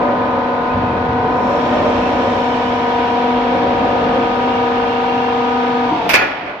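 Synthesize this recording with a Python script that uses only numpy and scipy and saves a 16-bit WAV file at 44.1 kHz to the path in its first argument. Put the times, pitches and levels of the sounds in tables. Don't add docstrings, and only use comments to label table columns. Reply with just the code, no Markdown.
import sys
import numpy as np
from scipy import signal
from scipy.fft import rfft, irfft
from scipy.io import wavfile

SR = 44100
rng = np.random.default_rng(int(sys.argv[2]) if len(sys.argv) > 2 else 0)


def store_wav(level_fs):
    pcm = np.round(np.clip(np.atleast_2d(level_fs), -1, 1) * 32767)
    wavfile.write(sys.argv[1], SR, pcm.T.astype(np.int16))


N = 291060
T = np.arange(N) / SR
SHAFT_HZ, STOP_S, BRAKE_HZ_PER_S = 24.747, 5.87, 10.5
CUT_S, REST_DB_PER_S = 6.08, 25.5
THROB_S, THROB_RISE_S = 3.38, 0.87

# time in seconds, place (0, 1 and 2 are three spots in the hall).
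PLACE = [(0, 0.34), (.9, 0), (2.8, 0.88), (3.4, 1.3), (4.0, 1.73), (4.7, 1.87), (6.6, 2.06)]
# frequency in Hz, left over right in dB.
BALANCE = [(100, -0.6), (500, 0), (1000, -0.5), (1700, 1), (2500, -7), (3300, -8), (4500, 0), (7000, 1),
           (10000, -7), (12000, -6.5), (14000, 3)]
# time in seconds, load in dB, groan pitch in Hz.
LOAD = [(0, 1, 584), (.11, -5, 544), (.24, -6, 553), (.44, -11.5, 547), (.75, -9, 555), (1.22, -9.5, 460),
        (1.4, -4.5, 517), (1.6, -4.5, 588), (1.84, 0, 608), (2.02, -3.5, 560), (2.3, -4, 533),
        (2.44, -10, 535), (3.35, -11.5, 522), (3.55, -6, 533), (3.8, -4, 557), (4.04, -2.5, 520),
        (4.55, -10.5, 532), (5.85, -20, 525)]
# frequency in Hz, relative level in dB.
ROLL_DRONE = [(100, -35), (200, -4.5), (270, 1), (340, -4.5), (410, -6), (520, -3), (610, -2), (720, -5),
              (950, -10.5), (1300, -15.5), (2500, -30), (6000, -63), (10000, -91)]
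DRIVE_RUSH = [(80, -19), (280, -3.5), (420, -5.5), (580, -5.5), (800, 1), (1000, -2), (1250, -5),
              (1600, -10), (2100, -14.5), (3000, -28.5), (5000, -35), (8000, -63), (14000, -75)]
STRIP_HISS = [(100, -43), (500, -23), (1200, -13), (1800, -2.5), (2100, -2), (2450, -1.5), (3000, -4),
              (3500, -5), (4300, -13.5), (4900, -16.5), (5400, -19), (6300, -24.5), (7200, -36.5),
              (8600, -52), (14000, -62)]


def pump(turns, waver_db=1.3, drift_rad=0.15, flutter=0.018, breakup_db=5, throb_lag=0.83):
    tones = {10: (-25.5, -23, -24.5, 1.5, 0), 11: (-44.5, -51, -40, -3.5, 2),
             18: (-46, -39, -46, 2.5, -3.5), 19: (-29, -24, -22, 0, 0.2), 20: (-34, -33.5, -32.5, 0, -.5),
             28: (-47, -40.5, -39.5, 0.5, 1), 29: (-30.5, -26, -29, 4.5, 0.5),
             30: (-28, -27, -34.5, 1.5, 0.1), 31: (-35.5, -29.5, -23, 2.5, 1),
             32: (-47, -32.5, -39.5, -1, 0), 34: (-48, -49, -45.5, 7, 1), 35: (-38.5, -58.5, -54, 3, 2.5),
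             36: (-33, -37.5, -39.5, 2, -0.5), 37: (-32.5, -42, -34.5, 8, -0.7), 38: (-36, -34, -34, 3, 1),
             39: (-29, -23.5, -27, 4, -0.8), 40: (-33, -36, -31.5, 7.5, 2), 41: (-27.5, -33, -44.5, -4, 0),
             42: (-34.5, -38.5, -42.5, 3, -0.3), 43: (-48.5, -45.5, -47.5, 1.5, 0),
             49: (-49.5, -42.5, -43, -2.5, 4), 50: (-32, -35, -31, 6, -1.1),
             51: (-47.5, -47.5, -45, 6.5, -0.5), 57: (-58.5, -47.5, -43.5, 5, -2),
             59: (-37.5, -47.5, -51.5, -3, 1.2), 60: (-35, -37, -35, 2.5, -2),
             61: (-40.5, -39.5, -41, 9, -1.8), 62: (-50, -51, -51, 2.5, 3), 68: (-46, -49.5, -45, 4.5, 2),
             69: (-47, -42, -40, 9, -3.5), 70: (-55.5, -45.5, -45.5, 7.5, -1.5),
             71: (-45, -41, -42.5, -0.5, -2.5), 78: (-48.5, -46, -57, 10.5, 0.7),
             90: (-67, -53.5, -60, -9, 3), 97: (-52.5, -46.5, -60, -4.5, -2),
             100: (-57, -53.5, -52, -3.5, 2.5), 140: (-63.5, -61.5, -54.5, -4, 3.5),
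             160: (-63, -57.5, -57.5, 0, -1)}
    place, out = curve(PLACE), np.zeros((2, N))
    vane_lag = rng.random(size=20)
    focus = 0.68 * ramp(THROB_S, THROB_RISE_S)
    slowing = 1 - shaft_speed() / SHAFT_HZ
    for order, (*place_db, side_db, lead) in tones.items():
        off_resonance = min(abs(order - 34) / 15, 1) ** 2
        smear = flutter + (10 + 26 * off_resonance) * slowing
        breakup = np.minimum(smear, 1)
        beats_db = breakup * (breakup_db * (np.tanh(wander(18)) - .5) - 5 * off_resonance)
        tone_db = np.interp(place, np.arange(len(place_db)), place_db)
        tone_db -= 0.16 * breakup * np.maximum(tone_db + 31, 0)
        level = amp(tone_db + waver_db * wander(2.4) + beats_db)
        harmonic = round(order / 10)
        sideband = order - 10 * harmonic
        spread = (.21 * sideband ** 2 + .5) % 1 - .5 + .12 * (rng.random() - .5)
        lag = vane_lag[harmonic] + throb_lag * order + spread * (1 - focus * (order >= 35))
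        phase = 2 * np.pi * (order * turns - lag) + drift_rad * wander(1.0) + smear * wander(30)
        out += level * amp(split(side_db)) * np.cos(phase + split(lead))
    return np.sqrt(2) * amp(effort_db()) * out


def cutter(crack_db=-5, frame_db=-8, ring_db=-23, hall_db=-22, hall_rise_s=0.028, jangle=0.0081):
    # start in seconds, level in dB, crunch decay in seconds, treble tilt in dB per octave,
    # ringing in dB. The blade's first touch pins the channel and damps it.
    blows = [(6.092, -10, 0.042, 3.5, -6), (6.106, -14.5, 0.011, 0, -2.5), (6.135, -12.5, 0.0053, 3.5, 2),
             (6.140, 4.5, .0085, -2, -2.5), (6.151, -1, 0.014, -0.5, -2.5), (6.192, -9, 0.0079, -8, 3.5),
             (6.216, -6, 0.037, -7.5, -0.5), (6.315, -5, .006, -14, -9), (6.359, -32, .01, -16, -2),
             (6.464, -17.5, .017, -12, 7.5), (6.495, -14, 0.024, -12.5, 3)]
    # frequency in Hz, relative level in dB.
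    crunch = [(40, -35), (120, -20), (280, -2), (560, 0.5), (1000, 2.9), (1500, 1), (2400, 4), (3100, -5.5),
              (4000, -11), (5200, -10), (7000, -26), (10000, -30), (14000, -19)]
    # frequency in Hz, relative level in dB, seconds to fall 60 dB.
    channel_modes = [(539, -4.5, .8), (592, 4, 0.52), (683, -9, 0.4), (750, -5, 0.57), (826, -8, 0.9),
                     (860, 1, 0.8), (1230, -13, 0.88), (1344, 4, 0.36), (1459, 9.5, 0.47),
                     (1696, 4.5, 0.57), (1793, -1, 0.3), (1830, 2, 0.57), (1994, 1, 0.74),
                     (2180, -16, 0.37), (2326, 9, 0.28), (2430, 0.5, 0.43), (2460, 8, 0.35),
                     (2596, 5, 0.46), (2740, -8, 0.51), (3415, -6.5, 0.39), (4460, 1, .28), (5039, -9, .26),
                     (5600, -15, .28), (6330, -11.5, 0.4), (6900, -17, 0.43)]
    # frequency in Hz, seconds to fall 60 dB.
    frame_decay = [(100, 0.13), (1000, 0.14), (2400, 0.22), (5000, 0.15), (9000, 0.084), (14000, 0.068)]
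    hall_decay = [(100, 2.2), (500, 3.9), (1000, 2.8), (2400, 1.53), (4000, 1.44), (7000, 0.26),
                  (10000, 0.45), (14000, 0.25)]
    t, hz, out = T[:SR], np.fft.rfftfreq(SR, 1 / SR), np.zeros((2, N))
    pad = 256
    for s, db, decay_s, tilt_db, ringing_db in blows:
        crack = amp(crack_db) * noise(crunch, size=SR) * np.exp(-t / decay_s)
        frame = amp(frame_db) * fade(noise(crunch, size=SR), frame_decay)
        hall = amp(hall_db) * fade(noise(crunch, size=SR), hall_decay) * (1 - np.exp(-t / hall_rise_s))
        clock = t + jangle * np.cumsum(wander(58)[:SR]) / SR
        ring = np.zeros((2, SR))
        for mode_hz, mode_db, t60 in channel_modes:
            level = amp(ring_db + mode_db + split(at_hz(BALANCE, mode_hz))) * decay(t, t60)
            ring += level * np.sin(2 * np.pi * (mode_hz * clock + rng.random((2, 1))))
        blow = np.pad(crack + amp(ringing_db) * (frame + hall + ring), ((0, 0), (pad, 0)))
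        colour = amp(tilt_db * np.log2(1 + hz / 2000))
        add(out, s - pad / SR, amp(db) * irfft(rfft(blow, SR) * colour, SR))
    return out


def rolls(turns, rumble_db=-31, shudder_db=4, drone_db=-18, rush_db=-26, throb_lag=0.83):
    # frequency in Hz, relative level in dB.
    frame_rumble = [(15, -23), (32, -15), (41, -13.5), (50, -7.5), (68, -7), (92, 0), (130, -3.5),
                    (190, -5), (280, -5), (600, -52), (3000, -100)]
    base_shake = [(20, -18), (36, -9), (50, 0.5), (65, -3), (90, -15.5), (200, -53.5), (1000, -100)]
    load_db = curve(LOAD)
    frame_jerks, base_jerks = shudders()
    rumble = noise(frame_rumble) * np.hypot(amp(rumble_db + 0.26 * load_db), amp(shudder_db) * frame_jerks)
    drone = noise(ROLL_DRONE) * amp(drone_db + 0.69 * load_db)
    throb = 0.18 * ramp(THROB_S, THROB_RISE_S) * np.cos(2 * np.pi * (turns - throb_lag))
    rush = noise(DRIVE_RUSH) * amp(rush_db) * (1 + throb)
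    return rumble + noise(base_shake) * base_jerks + drone + rush


def groan(level_db=-24):
    hz = curve(LOAD, column=2)
    core = resonate(noise(ROLL_DRONE), hz, width_hz=15)
    skirt = resonate(noise(ROLL_DRONE), hz, width_hz=70)
    return (core + skirt) * amp(level_db + curve(LOAD))


def strip(rub_db=-31, slide_db=-62, grain_db=0.5, ripple_db=2.2, mode_spacing_hz=24):
    # frequency in Hz, width in Hz, height above the hiss in dB.
    peaks = [(1750, 79, 5.5), (2244, 76, 6.5), (2750, 110, 3), (3280, 200, 2), (3630, 140, 2),
             (4510, 300, 5)]
    # frequency in Hz, relative level in dB.
    die_hiss = [(2000, -28.5), (4900, -4), (5300, 29.5), (5800, 18.5), (6500, 15.5), (7000, 13.5),
                (7900, 7.5), (8600, -12.5), (9500, -0.5), (12000, -3), (14000, -4)]
    hz, modes_hz = np.fft.rfftfreq(N, 1 / SR), np.arange(0, SR / 2, mode_spacing_hz)
    modes_db = ripple_db * np.interp(hz, modes_hz, rng.standard_normal(len(modes_hz)))
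    modes_db += sum(db / (1 + (2 * (hz - peak_hz) / width) ** 2) for peak_hz, width, db in peaks)
    rub = noise(STRIP_HISS, detail_db=modes_db) * amp(rub_db + rubbing_db())
    sliding_db = 14.5 * ramp(1.19, .3) - 5.5 * ramp(2.44, 0.93) - REST_DB_PER_S * since(CUT_S) / 2
    slide = noise(die_hiss, detail_db=modes_db) * amp(slide_db + sliding_db)
    return (rub + slide) * amp(grain_db * wander(120))


def stick_slip():
    # start in seconds, length in seconds, first and last pitch in Hz, level in dB.
    groans = [(.04, 0.12, 581, 557, -21.5), (.06, 0.14, 475, 460, -23), (.15, .42, 546.5, 550, -27),
              (1.22, .11, 440, 453, -24.5), (1.33, 0.12, 496, 516, -24), (1.52, .22, 595, 620, -32),
              (1.74, 0.15, 625, 616, -25), (2.1, 0.39, 560, 538.5, -26.5)]
    scrapes = [(.68, 0.074, 2500, 2530, -40), (.77, 0.28, 2530, 2485, -47), (1.23, .23, 2405, 2460, -46.5),
               (1.67, 0.17, 1860, 1800, -37), (1.89, 0.15, 2720, 2680, -44), (2.02, .08, 2610, 2650, -36)]
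    return (slip_notes(groans, blur_rad=0.29, waver_hz=35, flicker_db=1)
            + slip_notes(scrapes, blur_rad=1.3, waver_hz=60, flicker_db=3))


def slip_notes(notes, blur_rad, waver_hz, flicker_db):
    out = np.zeros((2, N))
    for s, length, first_hz, last_hz, db in notes:
        part = slice(round(s * SR), round((s + length) * SR))
        hz = first_hz + (last_hz - first_hz) * ramp(s, length)[part]
        phase = 2 * np.pi * np.cumsum(hz) / SR + blur_rad * wander(waver_hz)[part]
        level = amp(db + flicker_db * wander(waver_hz)[part]) * swell(s, length)[part]
        add(out, s, np.sqrt(2) * level * np.cos(phase) * amp(split(at_hz(BALANCE, first_hz))))
    return out


def thud(rise_s=0.016):
    # frequency in Hz, relative level in dB, seconds to fall 60 dB.
    frame_modes = [(108, -27, 0.2), (174, -22, 0.29), (308.5, -12.5, 0.26), (272.5, -23, 0.63),
                   (354, -25, 0.42)]
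    # start in seconds, level in dB.
    jolts = [(5.899, 2), (6.03, -7), (6.234, -10.5), (6.42, -11)]
    t, out = T[:SR // 2], np.zeros((2, N))
    boom = sum(amp(db) * decay(t, t60) * np.sin(2 * np.pi * hz * t) for hz, db, t60 in frame_modes)
    for s, db in jolts:
        add(out, s, amp(db) * boom * (1 - np.exp(-(t / rise_s) ** 2)))
    return out


def run_down(width_hz=32):
    # multiple of shaft speed, start in seconds, length in seconds, level in dB.
    whines = [(40.8, 5.85, 0.23, -24.5), (38.4, 6.3, .25, -31), (20.9, 5.99, 0.11, -25),
              (40.6, 6.15, 0.16, -32)]
    speed, rush = shaft_speed(), noise(DRIVE_RUSH)
    return sum(resonate(rush, order * speed, width_hz) * amp(db) * swell(s, length)
               for order, s, length, db in whines)


def rattle(turns, level_db=-40):
    # frequency in Hz, relative level in dB.
    spectrum = [(400, -20.5), (800, -12), (1200, -6), (1500, -4), (1800, 2.5), (2050, -2), (2450, -1),
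                (2780, -1), (3200, -16.5), (4000, -5.5), (6000, -27.5), (9000, -59.5)]
    size, place, out = round(SR / SHAFT_HZ), curve(PLACE), np.zeros((2, N))
    position = turns % 1 * size
    for spot in range(3):
        nearness = np.sqrt(np.clip(1 - abs(place - spot), 0, 1))
        one_turn = noise(spectrum, size=size)
        out += nearness * [np.interp(position, np.arange(size), side, period=size) for side in one_turn]
    return out * amp(level_db + effort_db() + 0.23 * rubbing_db())


def squeal(gain_db=-1):
    # time in seconds, pitch in Hz, level in dB.
    mode = [(1.5, 3170, -67), (2.3, 3086, -41), (3.05, 2860, -39.5), (3.7, 2754, -50.5), (4.4, 2812, -37.5),
            (4.75, 2796, -42), (5.15, 2765, -35), (5.8, 2740, -55)]
    return resonate(noise(STRIP_HISS), curve(mode), width_hz=18) * amp(gain_db + curve(mode, column=2))


def air(level_db=-63):
    # frequency in Hz, relative level in dB.
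    spectrum = [(3000, -8.5), (6000, 4), (7500, 0.5), (8700, -10), (10500, -8), (12200, -1.5), (14000, -1)]
    return amp(level_db) * noise(spectrum)


def shaft_speed():
    return SHAFT_HZ - BRAKE_HZ_PER_S * since(STOP_S)


def effort_db(unload_db_per_s=113):
    return -unload_db_per_s * since(CUT_S)


def shudders(rise_s=0.092, decay_s=0.22):
    # start in seconds, level of the frame in dB, level of the base in dB.
    jerks = [(.67, -27, -47), (.85, -31, -47), (1.02, -28.5, -42), (1.73, -32.5, -33.5), (1.92, -33.5, -36),
             (2.12, -40.5, -47.5), (2.53, -43, -52), (3.3, -44.5, -40.5), (3.72, -36, -40),
             (3.92, -35.5, -49), (4.36, -40, -46.5)]
    power = np.zeros((2, N))
    for s, *levels_db in jerks:
        envelope = ramp(s, rise_s) * np.exp(-since(s + rise_s) / decay_s)
        power += np.outer(amp(levels_db), envelope) ** 2
    return np.sqrt(power)


def rubbing_db(bite_s=1.42, rise_s=0.24, bite_db=7):
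    grip = amp(bite_db * (ramp(bite_s, rise_s) - 1))
    frame_jerks, _ = shudders()
    return 20 * np.log10(np.hypot(grip, 0.21 * frame_jerks / frame_jerks.max()))


def noise(spectrum, size=N, detail_db=0):
    # frequency in Hz, likeness of left and right from 0 to 1.
    coherence = [(60, .993), (140, .985), (280, .95), (500, .8), (1000, .4), (2000, .15), (4000, 0),
                 (14000, 0)]
    hz = np.fft.rfftfreq(size, 1 / SR)
    left, unrelated = rfft(rng.standard_normal((2, size)))
    likeness = at_hz(coherence, hz)
    right = likeness * left + np.sqrt(1 - likeness ** 2) * unrelated
    pair = np.array([left, right]) * amp(split(at_hz(BALANCE, hz)))
    return unit(irfft(pair * amp(at_hz(spectrum, hz) + detail_db), size))


def wander(rate_hz, size=4096):
    hz = np.fft.rfftfreq(size, T[-1] / size)
    slow = irfft(rfft(rng.standard_normal(size)) * np.exp(-(hz / rate_hz) ** 2) * (hz > 0), size)
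    return np.interp(T, np.linspace(0, T[-1], size), unit(slow))


def resonate(x, hz, width_hz):
    carrier = np.exp(2j * np.pi * np.cumsum(hz) / SR)
    pole = np.exp(-2 * np.pi * width_hz / SR)
    envelope = signal.lfilter([(1 - pole) ** 2], [1, -2 * pole, pole ** 2], x / carrier)
    return unit((carrier * envelope).real)


def fade(x, t60s):
    hz, t, bands = signal.stft(x, SR, nperseg=256)
    return signal.istft(bands * decay(t, at_hz(t60s, hz)[:, None]), SR, nperseg=256)[1][:, :x.shape[1]]


def decay(t, t60):
    return np.exp(-np.log(1000) * t / t60)


def amp(db):
    return 10 ** (np.asarray(db) / 20)


def unit(x):
    return x / np.sqrt(np.mean(x ** 2) + 1e-20)


def split(difference):
    return difference * np.array([[.5], [-.5]])


def curve(rows, column=1):
    columns = np.transpose(rows)
    return np.interp(T, columns[0], columns[column])


def at_hz(rows, hz):
    row_hz, values = np.transpose(rows)
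    return np.interp(np.log(hz + 1), np.log(row_hz + 1), values)


def since(s):
    return np.maximum(T - s, 0)


def ramp(s, length):
    return np.minimum(since(s) / length, 1)


def swell(s, length):
    return np.sqrt(np.abs(np.sin(np.pi * ramp(s, length))))


def add(mix, s, sound):
    part = mix[:, round(s * SR):][:, :sound.shape[-1]]
    part += sound[..., :part.shape[-1]]


def scene():
    turns = np.cumsum(shaft_speed()) / SR
    line = rolls(turns) + groan() + strip() + squeal() + air()
    line *= amp(-REST_DB_PER_S * since(CUT_S))
    return line + stick_slip() + pump(turns) + run_down() + rattle(turns) + thud() + cutter()


def record(dry, ceiling=0.77, cutoff_hz=14300):
    rounded = dry / (1 + (dry / ceiling) ** 6) ** (1 / 6)
    lowpass = signal.firwin(511, cutoff_hz, window=("kaiser", 9), fs=SR)
    return signal.oaconvolve(rounded, lowpass[None], "same")


dry = scene()
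out = record(dry)
store_wav(out)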